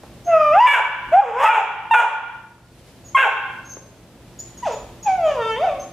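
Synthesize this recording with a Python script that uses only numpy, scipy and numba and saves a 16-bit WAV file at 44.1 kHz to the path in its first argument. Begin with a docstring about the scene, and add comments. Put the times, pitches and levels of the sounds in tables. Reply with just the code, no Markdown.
"""A low household hum and a soft knock come first, then a puppy begging for an older dog's chew in a living
room: gliding whines, pure yips with barks in a harsh lower register, a yelp into a growl, thin nasal whistles.
Each call is a stack of wavering harmonics plus raspy air, shaped by throat and muzzle; whistles are gliding tones.
Knocks, cloth brushing and household air are coloured noise; the appliance hum is a few sines. The room rings
after each call, and a limiter ducks the loud ones and slowly recovers."""
import sys
import numpy as np
from scipy import signal
from scipy.fft import rfft, irfft, next_fast_len
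from scipy.io import wavfile
from scipy.ndimage import uniform_filter1d, minimum_filter1d
from numba import njit

SR = 44100
rng = np.random.default_rng(int(sys.argv[2]) if len(sys.argv) > 2 else 0)


def digitize_waveform(pressure):
    """Quantize a signal to 16-bit integers and store it at the path in sys.argv[1].

    Rows of a 2-D input are taken as channels; values are limited to [-1, 1].
    """
    field = np.atleast_2d(pressure).T
    bounded = np.clip(field, -1, 1)
    quanta = np.round(bounded * 32767).astype(np.int16)
    wavfile.write(sys.argv[1], SR, quanta)


N = 261406
T = np.arange(N) / SR
TOP_HZ = 15300  # nothing is kept above this

# Drawn-out calls as curves in time: time_s, pitch_hz, level_db, roughness (0-1)
RISING_WHINE_CURVE = [(.255, 690, -45.5, 0.11), (.28, 696, -17.5, 0.09), (.345, 645, -11.5, 0.07),
                      (.42, 610, -15, 0.06), (.515, 596, -16, 0), (.54, 661, -14.5, 0.12),
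                      (.61, 950, 4, 0.13), (.66, 1012, 8.5, 0.14), (.676, 900, 1, 0)]
WHIMPER_CURVE = [(4.622, 998, -46, 0.064), (4.633, 969, -25, .06), (4.648, 975, -28, 0.28),
                 (4.672, 664, -17.5, 0.2), (4.70, 470, -28, 0.31), (4.75, 410, -37.5, 0.93)]
PLEADING_WHINE_CURVE = [(5.045, 862, -49, 0.28), (5.066, 834, -18.5, 0.24), (5.094, 757.6, -14.5, 0.18),
                        (5.166, 742, -21, 0.041), (5.21, 678, -23, 0.051), (5.27, 622, -13.5, 0.14),
                        (5.335, 564.4, -26.5, 0.35), (5.385, 469.5, -25, 0.12), (5.43, 449, -21.5, 0.023),
                        (5.55, 442.5, -26, 0.018), (5.585, 522.4, -27.5, .22), (5.646, 767.7, -13.5, 0.038),
                        (5.70, 594.6, -23, 0.18), (5.80, 513, -41.5, 0.087)]
# A clear upward yelp that drops into a swelling growl: time_s, pitch_hz, level_db, roughness (0-1)
YELP_CURVE = [(1.114, 605, -36, 0.14), (1.126, 633.5, -10.5, 0.14), (1.145, 713.6, -1.5, 0.06),
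              (1.176, 786.6, -0.5, .04), (1.203, 819.5, 8, .04), (1.216, 753, -14, .3)]
GROWL_CURVE = [(1.208, 792, -12.5, 0.27), (1.226, 577.4, -12, 0.24), (1.26, 480.6, -14.5, 0.51),
               (1.331, 443, -17.5, 0.35), (1.379, 501.2, -10, 0.2), (1.43, 580.3, -11.5, 1),
               (1.461, 650, -1, 0.51), (1.482, 642, -3.5, 0.45)]
EASY_DB = -13.5  # a pressed call gains overtones above this level

# Yips, short and almost pure squeaks: start_s, length_s, attack_s, pitch_hz, level_db,
# overtones_db (over the fundamental), edge_db (above about 2 kHz), attack_roughness (clipped to 0-1 in use)
YIP_ROWS = [(1.379, .128, .1, 946.6, 2, -19.5, -16, 1.1), (1.907, 0.066, 0.0067, 935.6, -6.5, -13, 10, 0.2),
            (3.144, .039, 0.016, 1104, -1, -12.5, 5, 0.2)]
YIP_SAG = 0.096  # share of its pitch that a yip loses
YIP_RELEASE_S, YIP_FADE_DB = 0.014, 31.5
YIP_ROUGH = 0.049  # roughness once the folds have locked

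# Barks, the voice cracked to a harsh register about an octave lower: start_s, length_s, pitch_hz, level_db,
# edge_db (above about 2 kHz, at mid-bark), steadiest_roughness (0-1), overtones_db (over the fundamental),
# fade_db (during the fall)
BARK_ROWS = [(.657, 0.15, 577.2, 1.5, 2.5, 0.23, 24.5, 8.5), (1.479, 0.14, 473.5, -4, 7.5, 0.43, 23.5, 8.5),
             (1.933, .122, 488.9, -2.5, -0.5, 0.16, 24.5, 14.5),
             (3.164, .118, 530.3, -6, 9.5, 0.54, 19.5, 8)]
BARK_END_HZ = 387.5
BARK_CLOSING_DB = 11  # edge lost from start to end as the mouth closes
BARK_STEADY, BARK_STEADY_WIDTH = 0.326, 0.19  # place and width of the steadiest part, shares of the length
BARK_ROUGH = 0.79  # roughness outside the steadiest part
BARK_ATTACK_S, BARK_HOLD = 0.016, 0.47  # the hold is a share of the length; then pitch and level fall

# Relative overtone response of the wide-open throat and muzzle of a yip: overtone_hz, gain_db
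OPEN_THROAT = [(400, -23), (800, 29), (1000, -2), (1200, -12), (1500, 14), (1900, -13), (2400, -2),
               (2750, -9.5), (3100, -19), (3500, -23.5), (4100, -43), (5500, -41.5), (8000, -34),
               (15000, -45.5)]
# The half-open mouth of a whine: overtone_hz, gain_db
HALF_OPEN_MOUTH = [(800, 11.5), (1250, 6), (1550, 7), (1820, -20), (2050, -2.5), (2450, -13), (2650, 0),
                   (3050, -27), (3400, -28.5), (4100, -57), (5000, -29), (6500, -43), (9000, -58.5),
                   (15000, -49.5)]
# The closed muzzle that sends the sound through the nose: overtone_hz, gain_db
NASAL_PASSAGE = [(600, 10), (900, 19.5), (1400, 9), (1800, 0.5), (2250, -2.5), (2650, 0.5), (3100, -11),
                 (3400, -10), (3650, -7), (4050, -43), (4700, -10.5), (5300, -32), (6300, -14.5),
                 (7500, -29.5), (10000, -34.5), (15000, -36)]
# Relative spectrum of turbulent air in the harsh register: frequency_hz, gain_db
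MOUTH_RASP = [(250, -39.5), (500, -2.5), (850, 3.5), (1500, 4.5), (1950, -0.5), (2500, 0.5), (3400, -10.5),
              (4200, -38.5), (7000, -22.5), (10000, -40), (14000, -38)]
# The same through the nose: frequency_hz, gain_db
NOSE_RASP = [(250, -48), (500, -4), (900, 5.5), (1500, -5), (2600, -2), (3500, -4.5), (4300, -13),
             (6200, -6), (8000, -19), (14000, -41)]
CHEST_HZ = 390  # so small an animal radiates almost nothing below this

# Nasal whistles: start_s, length_s, start_hz, end_hz, level_db
WHISTLE_ROWS = [(0.238, 0.07, 6240, 6610, -47), (3.038, 0.075, 6860, 6450, -47.5),
                (3.639, 0.073, 6300, 6600, -49), (3.689, 0.062, 6250, 6420, -40.5),
                (3.776, 0.048, 6350, 6260, -67), (4.387, 0.023, 6720, 7100, -34),
                (4.399, 0.019, 7120, 6750, -39), (4.571, 0.027, 6700, 6540, -43),
                (4.716, 0.036, 6820, 6910, -40.5), (5.024, 0.033, 6750, 6570, -37),
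                (5.791, 0.039, 6280, 6330, -42.5)]

# Soft knocks: start_s, peak_db (before the room)
BUMP_ROWS = [(.035, -30), (3.769, -27)]
# Fur and paws brushing the bed cover: start_s, length_s, level_db (nominal, before the swell)
BRUSH_ROWS = [(-.15, 0.41, -61.5), (2.68, .42, -61.5), (4.2, 0.64, -61), (5.3, 1, -74)]
# Relative spectrum of the rubbed cloth: frequency_hz, gain_db
CLOTH_SPECTRUM = [(500, -13), (1500, 5.5), (4000, 3), (7000, -2), (11000, -2), (15000, -22)]
FIDGET_DB = -69  # faint rubbing that never stops

# Relative spectrum of the household background: frequency_hz, gain_db
AIR_SPECTRUM = [(15, -54.5), (25, -28), (45, -0.5), (118, -6), (264, -5.5), (309, -10.5), (344, -10),
                (621, -12), (1000, -19), (1120, -21), (1210, -22), (1500, -23.5), (3090, -26.5),
                (12800, -38.5), (15000, -42)]
# Slow course of the background level: time_s, level_db
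BACKGROUND_LEVEL = [(0, -45.5), (1.2, -39), (2.5, -53), (3.1, -46), (4.1, -48), (4.7, -43), (5.93, -44)]
# Appliance tones: tone_hz, level_db (relative to the background level)
HUM_TONES = [(58, -20.5), (120, -6.5), (172.3, -12.5), (263.8, -23.5), (341, -12.5)]
HUM_WAVER_DB = 1.5

# Decay of the room by band: centre_hz, reverberation_s, level_db (relative to the direct sound)
ROOM_BANDS = [(150, 0.5, -19.5), (480, 0.59, -3), (705, 0.62, -6.5), (1080, 0.71, -1.5), (1440, 0.72, -3.5),
              (2520, 0.66, -4.5), (4100, 0.72, -1.5), (6950, 0.43, -3), (14000, 0.32, -12)]
# Narrow room resonances that ring on: resonance_hz, reverberation_s, peak_gain_db
ROOM_RINGS = [(873, 0.19, -1.5), (987, 1, -10), (1483, 0.6, -8), (1730, 0.63, -13.5), (2305, 0.97, -4),
              (2855, 0.54, 0.5)]
# Stereo width of diffuse sound: frequency_hz, side_db (relative to mid)
STEREO_WIDTH = [(50, -17), (600, -15.5), (1100, -14), (2200, -5), (4500, -2.5), (9000, 0)]


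def undb(db):
    """Decibels to gain."""
    return 10 ** (np.asarray(db) / 20)


def unit(x):
    """Scale to rms 1."""
    return x / np.sqrt(np.mean(x ** 2))


def ramp(x):
    """Rise from 0 to 1 and stay there."""
    return np.clip(x, 0, 1)


def during(start, end):
    """The sample times of one sound."""
    return T[(T >= start) & (T <= end)]


def curve(rows, t):
    """Each column of a table, joined by straight lines in time."""
    s, *columns = np.transpose(rows)
    return [np.interp(t, np.sort(s), c) for c in columns]


def at(points, hz):
    """Read (Hz, value) points on a log-frequency axis."""
    f, value = np.transpose(points)
    return np.interp(np.log(np.maximum(hz, 1)), np.log(f), value)


def colour(x, points):
    """Filter by a spectrum of (Hz, dB) points."""
    n = next_fast_len(len(x))
    gain = undb(at(points, np.fft.rfftfreq(n, 1 / SR)))
    return irfft(rfft(x, n) * gain, n)[:len(x)]


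def noise(n, points):
    """Coloured noise of rms 1."""
    return unit(colour(rng.standard_normal(n), points))


def walk(t, rate):
    """Random wander with a spread near 1, turning rate times a second."""
    knots = np.arange(t[0], t[-1] + 1 / rate, 1 / rate)
    return np.interp(t, knots, rng.standard_normal(N // 10)[:len(knots)])


def diffuse(mid, side):
    """Two close microphones hear the same bass and ever less alike treble."""
    side = colour(side, STEREO_WIDTH)
    return np.array([mid + side, mid - side])


def cry(controls, throat, turbulence, jitter=0.053, shimmer=0.55, quaver=0.0095, wobble=0.0082,
        patchy_db=1.5, rasp_db=-2, pulsing=0.36, hoarse=0.57, fray=0, count=26):
    """Vocal folds sound a stack of harmonics through the throat; strain makes them uneven and raspy."""
    t, hz, level_db, overtone_db, edge_db, rough = controls
    span = (T >= t[0]) & (T <= t[-1])
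    rough = np.clip(rough, 0, 1)
    unsteady = rough * (jitter * walk(t, 600) + wobble * walk(t, 40)) + quaver * walk(t, 69.9)
    hz = hz * (1 + unsteady)
    phase = 2 * np.pi * np.cumsum(hz) / SR
    k = np.arange(2, count + 1)[:, None]
    overtone_hz = k * hz
    # bared teeth and an open mouth lift the upper resonance
    edge = edge_db * at([(1600, 0.091), (2200, 0.85), (3500, 0.96), (5000, 0.0015)], overtone_hz)
    # tongue and jaw never hold still, so each overtone waxes and wanes
    patchy = patchy_db * np.array([walk(t, 18.54) for _ in k])
    gains = undb(at(throat, overtone_hz) + edge + patchy) * (overtone_hz < TOP_HZ)
    # the highest overtones lose their lock and turn hoarse; in a breaking voice all of them fray
    looseness = hoarse * at([(2500, 0.034), (5000, 0.21)], overtone_hz) + fray * rough
    blur = looseness * np.array([walk(t, 500) for _ in k])
    overtones = (gains * np.sin(k * phase + blur)).sum(0) / np.sqrt((gains ** 2).sum(0))
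    share = undb(overtone_db)
    # more overtones change the timbre, not the loudness
    voice = (np.sin(phase) + share * overtones) * np.sqrt(2 / (1 + share ** 2))
    voice *= 1 + shimmer * rough * np.tanh(walk(t, 700))
    # air escapes in puffs, once a cycle
    puffs = 1 + pulsing * np.cos(phase)
    rasp = undb(rasp_db) * rough * noise(len(t), turbulence) * puffs
    soft_ends = np.minimum(1, np.minimum(t - t[0], t[-1] - t) / 0.0036)
    out = np.zeros(N)
    out[span] = (voice + rasp) * undb(level_db) * soft_ends
    return out


def whine(rows, pure_db, knee_hz, rich_db_per_octave, edge_db, strain_db=0, pressing=0,
          opening_db=0, opening_s=0.038):
    """Drawn-out call: purer when high; richer below the knee, strained, pressed or once the mouth opens."""
    t = during(rows[0][0], rows[-1][0])
    hz, level_db, rough = curve(rows, t)
    octaves_below_knee = np.maximum(0, np.log2(knee_hz / hz))
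    pressed_db = pressing * np.maximum(0, level_db - EASY_DB)
    closed_db = opening_db * np.exp(-(t - t[0]) / opening_s)
    overtone_db = pure_db + rich_db_per_octave * octaves_below_knee
    overtone_db = overtone_db + strain_db * rough + pressed_db - closed_db
    return t, hz, level_db, overtone_db, edge_db + pressed_db / 2, rough


def yip(start, length, attack_s, hz, db, overtone_db, edge_db, attack_rough):
    """Yip: rough while it swells, then clean as the folds lock, sagging in pitch until it breaks off."""
    t = during(start, start + length)
    age = t - start
    swell = np.sin(np.pi / 2 * ramp(age / attack_s)) ** 2
    release = ramp(1 - (length - age) / YIP_RELEASE_S)
    level_db = db + 20 * np.log10(swell + 1e-3) - YIP_FADE_DB * release
    rough = YIP_ROUGH + attack_rough * (1 - swell ** 8)
    sagging_hz = hz * (1 - YIP_SAG * age / length)
    return t, sagging_hz, level_db, overtone_db, edge_db, rough


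def bark(start, length, hz, db, edge_db, steady_rough, overtone_db, fade_db):
    """Bark: it cracks in, steadies on its pitch, then falls and frays as the mouth closes."""
    t = during(start, start + length)
    part = (t - start) / length
    attack = ramp((t - start) / BARK_ATTACK_S)
    fall = ramp((part - BARK_HOLD) / (1 - BARK_HOLD))
    level_db = db + 20 * np.log10(attack + 1e-3) - fade_db * fall ** 2
    steady = np.exp(-((part - BARK_STEADY) / BARK_STEADY_WIDTH) ** 2)
    rough = BARK_ROUGH + (steady_rough - BARK_ROUGH) * steady
    falling_hz = hz + (BARK_END_HZ - hz) * fall
    closing_edge_db = edge_db - BARK_CLOSING_DB * (part - 0.5)
    return t, falling_hz, level_db, overtone_db, closing_edge_db, rough


def puppy_voice():
    """All the calls, without the bass that a small chest cannot radiate."""
    rising = cry(whine(RISING_WHINE_CURVE, pure_db=-18, knee_hz=758, rich_db_per_octave=56, edge_db=0.5,
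                       strain_db=7.5, opening_db=33.5),
                 HALF_OPEN_MOUTH, MOUTH_RASP, quaver=0.0032, rasp_db=-5.5, hoarse=1.2, fray=0.97)
    yelp = cry(whine(YELP_CURVE, pure_db=-22, knee_hz=692, rich_db_per_octave=7.5, edge_db=6),
               HALF_OPEN_MOUTH, MOUTH_RASP, quaver=0.0035, hoarse=1.3)
    growl = cry(whine(GROWL_CURVE, pure_db=-5, knee_hz=525, rich_db_per_octave=5.5, edge_db=-15.5,
                      pressing=3.14),
                HALF_OPEN_MOUTH, MOUTH_RASP, quaver=0.0044)
    whimper = cry(whine(WHIMPER_CURVE, pure_db=-16.5, knee_hz=560, rich_db_per_octave=47, edge_db=4),
                  NASAL_PASSAGE, NOSE_RASP, jitter=0.035, shimmer=0.33, rasp_db=-5)
    pleading = cry(whine(PLEADING_WHINE_CURVE, pure_db=-21, knee_hz=683, rich_db_per_octave=36.5,
                         edge_db=8.5, strain_db=10.5),
                   NASAL_PASSAGE, NOSE_RASP, jitter=0.051, quaver=0.0014, wobble=0.07,
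                   patchy_db=6.0, rasp_db=-12.5, hoarse=0.22, fray=1.5)
    yips = sum(cry(yip(*row), OPEN_THROAT, MOUTH_RASP, rasp_db=-21.5) for row in YIP_ROWS)
    barks = sum(cry(bark(*row), OPEN_THROAT, MOUTH_RASP, jitter=0.039, shimmer=0.85, quaver=0.011,
                    wobble=0.023, rasp_db=-6) for row in BARK_ROWS)
    chest = signal.butter(6, CHEST_HZ, "highpass", fs=SR, output="sos")
    return signal.sosfilt(chest, rising + yelp + growl + whimper + pleading + yips + barks)


def whistles(waver=0.0058, octave_db=-20, hiss_db=-12):
    """Air squeezed through the nose: a thin tone, its octave and a little hiss."""
    out = np.zeros(N)
    hiss_spectrum = [(2000, -17), (4200, -6.5), (5500, 3.5), (6800, 5), (8000, -26), (14000, -42.5)]
    hiss = undb(hiss_db) * noise(N, hiss_spectrum)
    for start, length, hz_from, hz_to, db in WHISTLE_ROWS:
        span = (T >= start) & (T < start + length)
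        t = T[span]
        hz = np.linspace(hz_from, hz_to, len(t)) * (1 + waver * walk(t, 300))
        phase = 2 * np.pi * np.cumsum(hz) / SR
        tone = np.sqrt(2) * (np.sin(phase) + undb(octave_db) * np.sin(2 * phase))
        out[span] += undb(db) * signal.windows.tukey(len(t), 0.6) * (tone + hiss[span])
    return out


def bumps(decay_s=0.0073, size=2048):
    """Dull, short knocks of paws on the carpeted floor: low noise that dies away at once."""
    out = np.zeros(N)
    thud_spectrum = [(100, -18), (450, 10.0), (1000, -2.0), (2000, -14.5), (8000, -48.5)]
    decay = np.exp(-np.arange(size) / SR / decay_s)
    for start, db in BUMP_ROWS:
        knock = noise(size, thud_spectrum) * decay
        out[int(start * SR):][:size] += undb(db) * knock / np.abs(knock).max()
    return out


def brushing(flicker_db=2, taper=0.57):
    """Uneven rubbing of fur on cloth, swelling with each move."""
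    size = np.full(N, undb(FIDGET_DB))
    for start, length, db in BRUSH_ROWS:
        to_nearer_end_s = np.minimum(T - start, start + length - T)
        size += undb(db) * ramp(to_nearer_end_s / (taper * length))
    flicker = undb(flicker_db * walk(T, 35))
    return size * flicker * diffuse(noise(N, CLOTH_SPECTRUM), noise(N, CLOTH_SPECTRUM))


def household():
    """Low rumble of the house and the wavering hum of an appliance."""
    air = diffuse(noise(N, AIR_SPECTRUM), noise(N, AIR_SPECTRUM)) * undb(0.5 * walk(T, 6.7))
    hum = np.zeros(N)
    for hz, db in HUM_TONES:
        hum += np.sqrt(2) * undb(db + HUM_WAVER_DB * walk(T, 3)) * np.sin(2 * np.pi * hz * T)
    return (air + hum) * undb(curve(BACKGROUND_LEVEL, T)[0])


def room(x, first_s=0.0035, build_s=0.0021):
    """Direct sound, then wall reflections that thicken and die away band by band, with ringing modes."""
    t = T[:SR]
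    f = np.maximum(np.fft.rfftfreq(SR, 1 / SR), 1)
    centres = np.log([row[0] for row in ROOM_BANDS])
    scatter = rfft(rng.standard_normal((2, SR)))
    onset = np.clip((t - first_s) / build_s, 0, 1)
    tail = 0
    # each pick selects one band, crossfading into its neighbours
    for pick, (hz, t60, db) in zip(np.eye(len(ROOM_BANDS)), ROOM_BANDS):
        fade = onset * np.exp(-np.log(1000) * t / t60)
        band = irfft(scatter * np.interp(np.log(f), centres, pick), SR)
        tail = tail + undb(db) * band * fade / np.linalg.norm(fade)
    rings = 0
    for hz, t60, db in ROOM_RINGS:
        decay = np.log(1000) / t60
        ring = np.exp(-decay * t) * np.sin(2 * np.pi * hz * t)
        rings = rings + undb(db) * 2 * decay / SR * ring
    return x + signal.fftconvolve(x[None], diffuse(*tail) + rings, axes=1)[:, :N]


def scene():
    """The puppy's voice and paws in the room, over brushing and the household background."""
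    return room(puppy_voice() + whistles() + bumps()) + brushing() + household()


@njit
def follow(size, attack, release):
    """Peak follower: rises quickly, sinks at a steady rate in dB."""
    out, e = np.empty(len(size)), 1e-6
    for i in range(len(size)):
        if size[i] > e:
            e = e + attack * (size[i] - e)
        else:
            e = e * release
        out[i] = e
    return out


def record(dry, ceiling_db=-5, attack_s=0.00033, release_db_per_s=36):
    """A limiter holds loud calls down and lets go slowly; a steep low-pass cuts the top."""
    attack = 1 - np.exp(-1 / (attack_s * SR))
    release = float(undb(-release_db_per_s / SR))
    peak = follow(np.abs(dry).max(0), attack, release)
    gain = np.minimum(1, undb(ceiling_db) / peak)
    # the gain looks a few milliseconds ahead and moves smoothly
    gain = uniform_filter1d(minimum_filter1d(gain, size=161), size=161)
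    top_cut = signal.ellip(8, 0.2, 70, TOP_HZ, fs=SR, output="sos")
    return signal.sosfilt(top_cut, dry * gain)


dry = scene()
out = record(dry)
digitize_waveform(out)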